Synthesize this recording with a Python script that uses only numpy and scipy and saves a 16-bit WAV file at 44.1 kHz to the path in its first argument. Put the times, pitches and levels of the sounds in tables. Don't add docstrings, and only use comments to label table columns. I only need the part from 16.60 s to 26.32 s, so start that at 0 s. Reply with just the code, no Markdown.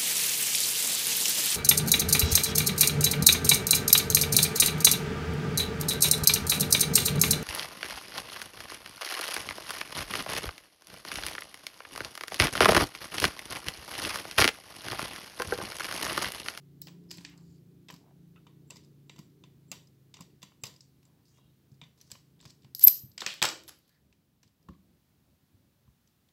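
import sys
import numpy as np
from scipy import signal
from scipy.fft import rfft, irfft, next_fast_len
from scipy.io import wavfile
from scipy.ndimage import map_coordinates

SR = 44100
rng = np.random.default_rng(int(sys.argv[2]) if len(sys.argv) > 2 else 0)


def to_linear_factor(level_db):
    exponent = np.asarray(level_db, float) / 20
    return 10 ** exponent


def file_out(sig):
    cols = np.atleast_2d(sig).T
    lim = np.clip(cols, -1, 1)
    pcm = np.round(lim * 32767).astype(np.int16)
    wavfile.write(sys.argv[1], SR, pcm)


N = 428652

# t/s, level/dB
RUMBLE_LEVEL = [(0, -72), (3, -72), (6.5, -71), (7.3, -72), (8.6, -70.5), (9.3, -72), (9.72, -75.5)]
# f/Hz, level/dB
STREET_COLOUR = [(25, -22), (45, -11.5), (70, -3), (130, -6), (200, -5), (330, -14), (450, -20), (600, -21),
                 (1200, -38.5), (3000, -61)]
# f/Hz, level/dB
HISS_COLOUR = [(410, -27), (700, -2.5), (767, -1.5), (1040, -1.5), (1140, -2), (2080, -4.5), (4050, -4),
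               (8760, -10), (15000, -5), (16000, -6)]
RUMBLE_LUMPS_DB, RUMBLE_SWING_DB = 2.4, 1.5
HISS_DB, DUCK_DB, DUCK_S, DUCK_WIDTH_S = -75.5, 3.5, 7.7, .4

# t/s, firing rate f/Hz, level/dB, brightness of the upper orders level/dB
ENGINE_COURSE = [(0, 28.47, -63, -3), (.3, 28.43, -62.5, 7.5), (1, 28.5, -61, 1), (1.5, 28.68, -64, 2.5),
                 (2.2, 28.65, -62.5, -1), (2.7, 28.05, -64, 0.5), (3.4, 26.75, -66, -5),
                 (4.2, 27.06, -71.5, 2), (5, 26.48, -68.5, -7.5), (6, 27.2, -67.5, -1),
                 (6.6, 26.58, -71.5, -0.5), (7.05, 26.96, -79, 3.5), (7.28, 27.18, -84.5, -5),
                 (9.2, 27.19, -77.5, -6), (9.72, 27.2, -85, -6)]
# order of the firing rate, level/dB
EXHAUST_ORDERS = [(3, -10.5), (4, -6.5), (5, 2.5), (6, 2.5), (7, -11.5), (8, -17), (9, -11), (10, -9),
                  (11, -11), (12, -12), (13, -15), (14, -14)]
# f/Hz, level/dB
ROAR_COLOUR = [(40, -40), (80, -8.5), (150, -2.5), (330, -5), (430, -8), (600, -25), (1500, -50)]
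ORDER_WAVER = 1.2
ORDER_SWING_DB, ROAR_SWING_DB = 2.4, 2.2

# f/Hz, t60/s
WALL_T60 = [(80, .3), (200, 0.85), (800, 0.29), (2100, 0.33), (5500, 0.31), (14600, 0.31)]

# t/s, peak level/dB, f/Hz
DESK_BUMPS = [(0.58, -40.5, 169), (0.889, -47.5, 113), (1.33, -42, 164), (2.59, -38.5, 178),
              (3.11, -45.5, 188.6), (3.602, -39.5, 163), (3.83, -47, 186), (4.032, -40.5, 125),
              (5.118, -45.5, 127), (5.218, -47, 152), (5.519, -47.5, 124), (5.855, -46, 135),
              (6.045, -46.5, 130), (6.434, -39.5, 118.6), (6.8165, -34, 165), (6.619, -47, 210),
              (6.664, -45, 190), (6.842, -38, 155), (7.857, -54.5, 127.2), (8.088, -36.5, 175),
              (8.095, -49, 331), (8.088, -40, 80), (8.94, -54, 105.1), (9.277, -51, 125), (9.285, -57, 58),
              (8.83, -58, 160)]
DESK_T60_S = 0.1

# t/s, length/s, f/Hz, width/Hz, level/dB
SLIDE_STROKES = [(0.486, 0.022, 5140, 400, -69), (0.523, 0.14, 5200, 6000, -67),
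                 (0.736, .29, 4660, 1310, -79), (0.78, .21, 7050, 1600, -80), (1.387, .16, 730, 500, -72),
                 (1.755, 0.031, 2660, 320, -69.5), (1.758, 0.038, 1290, 260, -69),
                 (4.641, .08, 4900, 1220, -78), (4.72, 0.16, 2800, 150, -84), (4.72, 0.18, 3270, 150, -83),
                 (4.76, .17, 3770, 120, -85), (4.65, .17, 6300, 3000, -78), (4.7, .25, 3300, 2000, -85),
                 (4.44, .2, 700, 600, -80), (6.668, .075, 3130, 1900, -43), (6.303, .014, 12100, 350, -30),
                 (6.285, .05, 13550, 500, -38), (6.29, .12, 5800, 2500, -54), (8.09, .075, 3800, 2500, -80),
                 (6.582, .075, 3300, 3000, -53), (.655, .1, 2200, 1500, -66), (.56, .3, 900, 900, -74),
                 (6.745, .06, 3000, 2600, -57), (8.095, .065, 1110, 160, -74),
                 (5.361, 0.16, 5030, 4050, -73.5), (5.8, 0.12, 4700, 3005, -65),
                 (6.146, 0.085, 11800, 301, -51.5), (6.179, .099, 12620, 1540, -44.5),
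                 (6.208, 0.028, 5470, 4020, -43.5), (6.226, .012, 11840, 900, -32),
                 (6.254, 0.047, 13570, 602.6, -37), (6.263, .011, 12570, 1518, -28),
                 (7.087, .011, 11280, 1200, -49), (7.068, .03, 11230, 900, -64),
                 (7.2, 0.19, 4280, 1800, -80.5), (7.279, .12, 1754, 700, -80), (9.06, .2, 557, 60, -85),
                 (8.129, 0.013, 2090, 600, -76)]
# t/s, length/s, level/dB
CAM_RIDES = [
    (2.068, .035, -78),
    (2.107, .086, -81),
    (2.456, .23, -80),
    (3.077, .045, -74),
    (4.012, .03, -72),
]
RIDE_HZ, RIDE_WIDTH_HZ = 7540, 280

# t/s, rise/s, fall/s,
# f/Hz, peak level/dB
SQUEALS_AND_PINGS = [(6.2372, .0046, .001, 13050, -.2), (6.2419, .002, .0017, 13400, -6),
                     (6.2453, .0033, .0062, 13630, -3.5), (6.2712, .0022, .0062, 12170, -.2),
                     (6.2752, .002, .0012, 13550, -10), (6.2785, .0035, .001, 12250, -6.5),
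                     (.2171, .0005, .0025, 15700, -29), (6.2808, .0012, .002, 5200, -16.5),
                     (6.2808, .0012, .002, 8000, -17), (6.2805, .0015, .003, 2300, -27),
                     (6.2535, .002, .003, 13500, -17), (8.085, .003, .009, 1100, -47),
                     (8.085, .003, .008, 1780, -60), (8.086, .003, .008, 2750, -65),
                     (3.1148, .002, .006, 2690, -40), (2.103, .004, .008, 2690, -48),
                     (3.604, .003, .012, 1060, -50), (6.2338, .003, .002, 12400, -20),
                     (6.1487, .001, .005, 11900, -34), (6.1487, .001, .003, 5000, -38),
                     (6.2808, .001, .0015, 6100, -17), (6.2806, .001, .0015, 9900, -17),
                     (6.2808, .001, .002, 3900, -27), (5.2149, .002, .008, 3650, -51),
                     (5.232, .004, .014, 3600, -53), (5.216, .003, .025, 2400, -60),
                     (4.0365, .001, .009, 2500, -38)]
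PING_SHADE_DB = -6

# f/Hz, width/Hz, level/dB
HOUSING_MODES = (260, 2000), [(332.2, 42, -6), (471.5, 89, -4.5), (655, 390, -5.5), (960, 300, -0.5),
                 (1260, 390, -1.5), (1530, 270, -3)]
ARM_MODES = (810, 4100), [(1760, 290, -3), (2470, 430, -0.9), (2933, 370, 1.3), (3660, 740, -1.6)]
LEVER_MODES = (3000, 7700), [(4187, 770, -2), (4980, 810, 1.5), (5600, 540, 1), (6600, 900, -5),
               (7650, 500, -0.5), (8505, 650, -5.5)]
PIN_MODES = (8500, 16600), [(9300, 1200, -10), (10400, 900, -5), (11600, 700, 0), (13000, 1600, -3),
             (14500, 1800, -4), (15700, 1200, -4)]
GRIPPED_MODES = (280, 2000), [(480, 230, -9), (995, 90, -1), (1135, 200, -8.5), (1456, 400, -15)]
LOADED_ARM_MODES = (1550, 4500), [(2010, 230, -5.5), (2374, 110, -3), (2724, 120, -0.5), (3020, 150, -2.5),
                    (3610, 170, -2.5)]
LOADED_LEVER_MODES = (3400, 9600), [(4010, 150, -4.5), (4410, 330, -8.5), (4990, 131.5, -0.5),
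                      (5673, 190, -6.5), (6223, 140, -2.5), (6810, 129.8, -4.5), (7590, 150, -3),
                      (8250, 400, -13)]

# t/s, strength level/dB,
# place along the linkage (0 housing, 1 arm, 2 lever, 3 pin), loss one part away level/dB
HEEL_HITS = [(1.3009, -42.5, 0.87, 6), (1.3398, -52.5, 1.7, 1.5), (1.7594, -57, 0.8, 14),
             (1.8677, -52, 0.6, 7), (2.5613, -55.5, 1.19, 5), (2.5893, -50.5, 1.8, 2.5),
             (3.5682, -49.5, 1.3, 8.5), (3.5906, -56, -0.011, 8), (5.5523, -51.5, 0.79, 11),
             (5.8531, -50, 1.2, 3.5), (8.0871, -58.5, -0.25, 1.5), (9.2776, -70, -0.3, 5)]
MORE_HEEL_HITS = [
    (6.8425, -20.5, 0.4, 5),
    (3.92, -64, 0.46, 4.5),
    (4.785, -63.5, 0, 10),
    (3.7, -67, 1, 11),
    (6.846, -30, 0.7, 6),
    (6.2812, -44.5, .1, 8),
]
ELBOW_HITS = [(0.283, -49.5, 1.3, 6.1), (0.6084, -57.5, 1.1, 2.4), (0.6455, -56, 1.1, 6),
              (1.2896, -47, 1.1, 6.6), (3.1259, -46, 0.73, 5.4), (6.6632, -23, 1.4, 9),
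              (6.6738, -33, 1.35, 8), (4.429, -66, 1.9, 3.4), (6.8253, -16.5, 1.5, 5.5),
              (6.899, -37, 1.1, 7.8), (6.6705, -36, 1.1, 7), (6.6648, -28, 1.3, 9), (6.8266, -19, 1.6, 7),
              (6.6885, -40, 1.1, 8), (7.5268, -63, 1.34, 9.4)]
CRANK_HITS = [(1.2852, -48.5, 1.32, 5.8), (2.4957, -44, 1.16, 7.7), (2.838, -52, 1.03, 8.1),
              (3.8191, -55, 1.74, 6.7), (3.8289, -42, 1.4, 5.2), (5.2149, -45, 0.9, 8),
              (5.2372, -55, 1.2, 8.4), (5.8029, -56, 1.1, 7.2), (5.8999, -56.5, 1.6, 6.6),
              (6.0329, -64, 1.3, 12), (6.6179, -32, 0.7, 4.5), (6.6215, -37, .5, 5),
              (3.5408, -43.5, 1.4, 8), (5.793, -65, 1.5, 12), (6.8181, -24.5, 0.91, 4),
              (6.8692, -42.5, 1.44, 4.8), (9.6879, -70.5, 1.37, 3.6)]
ROD_HITS = [
    (0.5405, -54, 1.9, 5),
    (0.5822, -45.5, 1.04, 6.9),
    (4.1395, -61.0, 2, 8.8),
    (5.9052, -52, 1.92, 11),
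    (6.7388, -40.5, 1.7, 5.3),
    (6.9728, -57, 2.1, 7.1),
    (7.0851, -49, 1.25, 5.8),
]
CAM_HITS = [(0.2708, -45.5, 1.0, 3.5), (0.4993, -63, 2, 6.0), (0.5076, -41.5, 1.5, 10.6),
            (0.5126, -35.5, 1.85, 8), (0.6493, -33.5, 1.42, 17.4), (0.6974, -53.5, 4.5, 4.6),
            (1.3069, -50.5, 2.5, 4.9), (2.1178, -44.5, -2, 2.8), (2.1587, -53.5, 1.5, 3.5),
            (2.1678, -49, 1.7, 7.8), (2.237, -66, 1.6, 10), (2.5821, -57, 1.0, 4), (4.055, -44, 2.5, 7.1),
            (4.065, -52, 0, 8.2), (4.0669, -43, 2, 8.1), (4.2073, -67, 2, 18.3), (5.8264, -59.5, 0.7, 4.9),
            (5.858, -53.5, 1.46, 6), (6.046, -57.5, 0.84, 5.2), (6.2089, -50, 1.5, 4.39),
            (6.2646, -43, 1.6, 10), (6.2805, -14, 3.5, 9), (6.5166, -60, 2, 13),
            (6.5787, -32.5, 1.38, 11.3), (6.6062, -34, 1.7, 10), (6.6085, -38, 1.8, 12),
            (6.5815, -38, 1.4, 10), (6.8877, -27, 1.6, 12), (7.877, -66.5, 1.6, 6.8)]
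MORE_CAM_HITS = [(3.62, -52.5, 1.7, 12), (4.2073, -50.5, 2.05, 24), (5.377, -67, 1.5, 2.5),
                 (2.247, -64.5, 2.1, 14), (5.117, -69, 2, 16), (5.143, -71, 1.8, 6), (6.7465, -54, 1.5, 1.5),
                 (3.272, -65, 2, 10), (.437, -72, 1.5, 8), (7.0845, -47, 1.65, 10), (6.021, -66.5, 1.7, 10),
                 (2.7, -79, 2, 3), (4.163, -59, 2, 12), (1.363, -60, 1.8, 5), (6.2815, -24.5, 2.1, 10),
                 (8.028, -73, 2.2, 5), (4.655, -68, 2, 8), (4.682, -69, 2.1, 6), (6.8545, -29, 1.3, 6)]
PAWL_HITS = [
    (5.4047, -62, 1.2, 9.8),
    (5.4132, -52.5, 2.3, 4.4),
    (5.5024, -54, 1.2, 8.9),
    (6.2146, -43.5, 2.3, 4.6),
    (6.2241, -33, 3.05, 5.0),
    (7.8307, -56.5, 1.4, 5.06),
    (9.4751, -67, 1.7, 7.6),
]
STOP_HITS = [(0.572, -53.5, 3.4, 0.8), (0.777, -60.5, 2.1, 9), (1.325, -55, 1.3, 4),
             (2.1016, -54, 0.7, 5.3), (2.1058, -42.5, 1.73, 7.2), (3.1159, -35.5, 1.65, 3.6),
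             (3.6078, -48.5, 1.72, 1.7), (4.0365, -33.5, 1.54, 3.8), (4.453, -64, 2, 7.2),
             (5.5089, -57, 1.99, 3.48), (5.5157, -40.5, 2.0, 5), (5.812, -58, 2.0, 13),
             (6.2314, -36, 2.13, 8), (6.2688, -31, 2.1, 9), (6.8368, -23.5, 1.5, 5), (6.8524, -20, 1.4, 6),
             (7.0362, -57, 2, 3)]
TIP_HITS = [(0.2171, -41.5, 2.2, 11), (4.772, -64.5, 1.1, 7), (6.149, -32, 2.58, 12),
            (6.1942, -31.5, 2.92, 7), (7.0365, -58, 3.2, 12), (7.187, -61.5, 2.9, 14),
            (7.191, -64, 2.9, 14.2), (7.279, -69, 2.4, 3), (7.292, -66, 2.6, 3), (7.0791, -46, 2.3, 2.9),
            (7.0917, -42.5, 1.34, 3.6)]
# contacts, its own ring f/Hz, the part it sits on
STRUCK_SPOTS = [([*HEEL_HITS, *MORE_HEEL_HITS], 1100, "housing"), (ELBOW_HITS, 2600, "arm"),
                (CRANK_HITS, 3550, "arm"), (ROD_HITS, 4400, "lever"), ([*CAM_HITS, *MORE_CAM_HITS], 5030, "lever"),
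                (PAWL_HITS, 6050, "lever"), (STOP_HITS, 7560, "lever"), (TIP_HITS, 11750, "pin")]
RADIATES_DB = {"housing": 2.5, "arm": -0.55, "lever": 2.5, "pin": -0.4}
RATTLE_T60_S = {"held": .031, "free": .017}
LET_GO_S = (6.1, 7.2)
LOADED_S = (1.6, 5.3)
SPREAD_POWER = 1.6
SPREAD_DB = 6
SPOT_SCATTER = .012
FREE_SPOT_DB = 4
SHARP = 3.2

TOP_HZ, LEAK_DB = 15850, -19


def unit(x):
    return x / np.sqrt(np.mean(x ** 2) + 1e-20)


def along(points, hz):
    f, v = np.transpose(points)
    return np.interp(np.log(hz + 1), np.log(f + 1), v)


def curves(rows):
    s, *cols = np.transpose(rows)
    return [np.interp(np.arange(N) / SR, s, c) for c in cols]


def wobble(rate, size=N):
    knots = rng.standard_normal(int(size * rate / SR) + 4)
    return map_coordinates(knots, [np.arange(size) * rate / SR])


def filtered(x, response):
    m = next_fast_len(len(x) + 8192)
    return irfft(rfft(x, m) * response(np.fft.rfftfreq(m, 1 / SR)), m)[:len(x)]


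def coloured_noise(colour):
    return unit(filtered(rng.standard_normal(N), lambda f: to_linear_factor(along(colour, f))))


def mode(f, hz, width):
    return 1j * f * width / (hz * hz - f * f + 1j * f * width)


def add(track, s, sound):
    part = track[max(round(s * SR), 0):][:len(sound)]
    part += sound[:len(part)]


def background():
    rumble = coloured_noise(STREET_COLOUR)
    hiss = coloured_noise(HISS_COLOUR)
    rumble_db = curves(RUMBLE_LEVEL)[0] + RUMBLE_LUMPS_DB * wobble(9.4) + RUMBLE_SWING_DB * wobble(1.5)
    dip = np.exp(-((np.arange(N) / SR - DUCK_S) / DUCK_WIDTH_S) ** 2)
    return to_linear_factor(rumble_db) * rumble + to_linear_factor(HISS_DB - DUCK_DB * dip) * hiss


def engine():
    rate, db, bright_db = curves(ENGINE_COURSE)
    turn = 2 * np.pi * np.cumsum(rate * (1 + 0.0051 * wobble(4.7))) / SR
    orders = np.zeros(N)
    for k, rel_db in EXHAUST_ORDERS:
        order_db = rel_db + bright_db * (k > 5) + ORDER_SWING_DB * np.sqrt(k / 5) * wobble(k)
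        phase = 2 * np.pi * rng.random() + .6 * (k / 5) ** ORDER_WAVER * wobble(k)
        orders += to_linear_factor(order_db) * np.sin(k * turn + phase)
    roar = coloured_noise(ROAR_COLOUR)
    return to_linear_factor(db) * (orders + to_linear_factor(-4 + ROAR_SWING_DB * wobble(7.8)) * roar)


def workshop(x, count=40):
    out = np.zeros(N)
    hz, t, z = signal.stft(rng.standard_normal((count, SR // 2)), SR, nperseg=256)
    decay = to_linear_factor(-60 * t / along(WALL_T60, hz)[:, None])
    tails = signal.istft(z * decay, SR, nperseg=256)[1]
    tails *= np.clip(np.arange(tails.shape[1]) / SR / 0.0069, 0, 1)
    step = N // count + 1
    for k, tail in enumerate(tails):
        wet = signal.fftconvolve(x[k * step:][:step], tail / np.linalg.norm(tail))
        add(out, k * step / SR + 0.0025, wet)
    return out


def bumps():
    out, t = np.zeros(N), np.arange(SR // 2) / SR
    soft = (1 - np.exp(-t / .0022)) ** 2
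    for s, db, hz in DESK_BUMPS:
        boom = np.zeros(len(t))
        for ratio, rel_db in [(1.04, 1.5), (0.9, -4.5), (1.6, -5.5)]:
            boom += to_linear_factor(rel_db) * np.sin(2 * np.pi * hz * ratio * t)
        add(out, s, to_linear_factor(db - 1.5 - 60 * t / DESK_T60_S) * soft * boom)
    return out


def slides():
    out = np.zeros(N)
    rides = [(s, length, RIDE_HZ, RIDE_WIDTH_HZ, db) for s, length, db in CAM_RIDES]
    for s, length, hz, width, db in [*SLIDE_STROKES, *rides]:
        size = round(length * SR)
        grit = rng.standard_normal(size) * to_linear_factor(3 * wobble(250, size=size))
        scrape = unit(filtered(grit, lambda f: mode(f, hz, width) ** 2))
        add(out, s, to_linear_factor(db) * signal.windows.tukey(size, .4) * scrape)
    return out


def squeals():
    out, carried = np.zeros((2, N))
    for s, rise, fall, hz, db in SQUEALS_AND_PINGS:
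        t = np.arange(round((rise + fall) * SR)) / SR
        growth = np.sin(np.pi / 2 * t / rise) ** 2
        release = np.abs(np.cos(np.pi / 2 * (t - rise) / fall)) ** 1.3
        waver = 0.39 * wobble(640, size=len(t))
        tone = to_linear_factor(db) * np.where(t < rise, growth, release) * np.sin(2 * np.pi * hz * t + waver)
        add(out, s, tone)
        add(carried, s, to_linear_factor(PING_SHADE_DB * (hz < PIN_MODES[0][0])) * tone)
    return out, carried


def ring(blows, part):
    edges, modes = part
    band = signal.butter(3, edges, "bandpass", fs=SR, output="sos")

    def response(f):
        return sum((-1) ** k * to_linear_factor(db) * mode(f, hz, w) for k, (hz, w, db) in enumerate(modes))

    answer = signal.sosfilt(band, filtered(signal.unit_impulse(4096), response))
    return signal.oaconvolve(blows, answer / np.linalg.norm(answer))[:N]


def contacts():
    parts = [HOUSING_MODES, ARM_MODES, LEVER_MODES, PIN_MODES, GRIPPED_MODES, LOADED_ARM_MODES, LOADED_LEVER_MODES]
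    toward, around = np.zeros((2, len(parts), N))
    spots, t = np.zeros(N), np.arange(1300) / SR
    hits = [(*row, hz, part) for rows, hz, part in STRUCK_SPOTS for row in rows]
    for s, strength_db, place, loss_db, hz, part in hits:
        parts_db = [strength_db + gain_db - abs(loss_db) * abs(k - place) ** SPREAD_POWER
                    for k, gain_db in enumerate(RADIATES_DB.values())]
        hz = hz * (1 + SPOT_SCATTER * rng.standard_normal())
        free = LET_GO_S[0] < s < LET_GO_S[1]
        loaded = LOADED_S[0] < s < LOADED_S[1]

        rattle_t60 = RATTLE_T60_S["free" if free else "held"]
        burst = 2.5 * rng.standard_normal(len(t)) * to_linear_factor(-60 * t / rattle_t60)
        burst[0] = SHARP
        burst /= np.linalg.norm(burst[:180])

        driven = [0 if free else 4, *((5, 6) if loaded else (1, 2)), 3]
        for k, db in zip(driven, parts_db):
            add(toward[k], s - .0003, to_linear_factor(db + 16.5) * burst)
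            room_db = db + 18.5 - 3 * (k == 3) - SPREAD_DB * (k > 4)
            add(around[k], s + .0013 * (k % 4), np.ones(1) * to_linear_factor(room_db))
            if k > 4:
                add(around[k - 4], s + .002, np.ones(1) * to_linear_factor(db + 17))

        struck_db = parts_db[list(RADIATES_DB).index(part)]
        rough = 1 + 0.22 * wobble(660, size=len(t))
        spot_level = to_linear_factor(struck_db + 5.0 - FREE_SPOT_DB * free - 60 * t / 0.012)
        add(spots, s - .0002, spot_level * rough * np.sin(2 * np.pi * hz * t))
    direct = sum(ring(track, part) for track, part in zip(toward, parts))
    spread = sum(ring(track, part) for track, part in zip(around, parts))
    return direct + spots, spread + to_linear_factor(-8) * spots


def scene():
    clicks, spread = contacts()
    rubs = slides()
    sung, carried = squeals()
    desk = bumps()
    room = workshop(to_linear_factor(-7.5) * spread + to_linear_factor(-11.0) * rubs + to_linear_factor(-15) * carried + to_linear_factor(-13.5) * desk)
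    return (clicks + rubs + sung + desk + room + engine() + background())[None]


def band_limit(x):
    return signal.sosfilt(signal.butter(12, 16510, fs=SR, output="sos"), x)


def record(dry):
    x = signal.sosfilt(signal.butter(3, 48, "highpass", fs=SR, output="sos"), dry[0])
    x = filtered(x, lambda f: np.maximum(1 / (1 + (f / TOP_HZ) ** 300), to_linear_factor(LEAK_DB)))
    return band_limit(np.clip(x, -1, 1)[None])


dry = scene()
out = record(dry)
file_out(out)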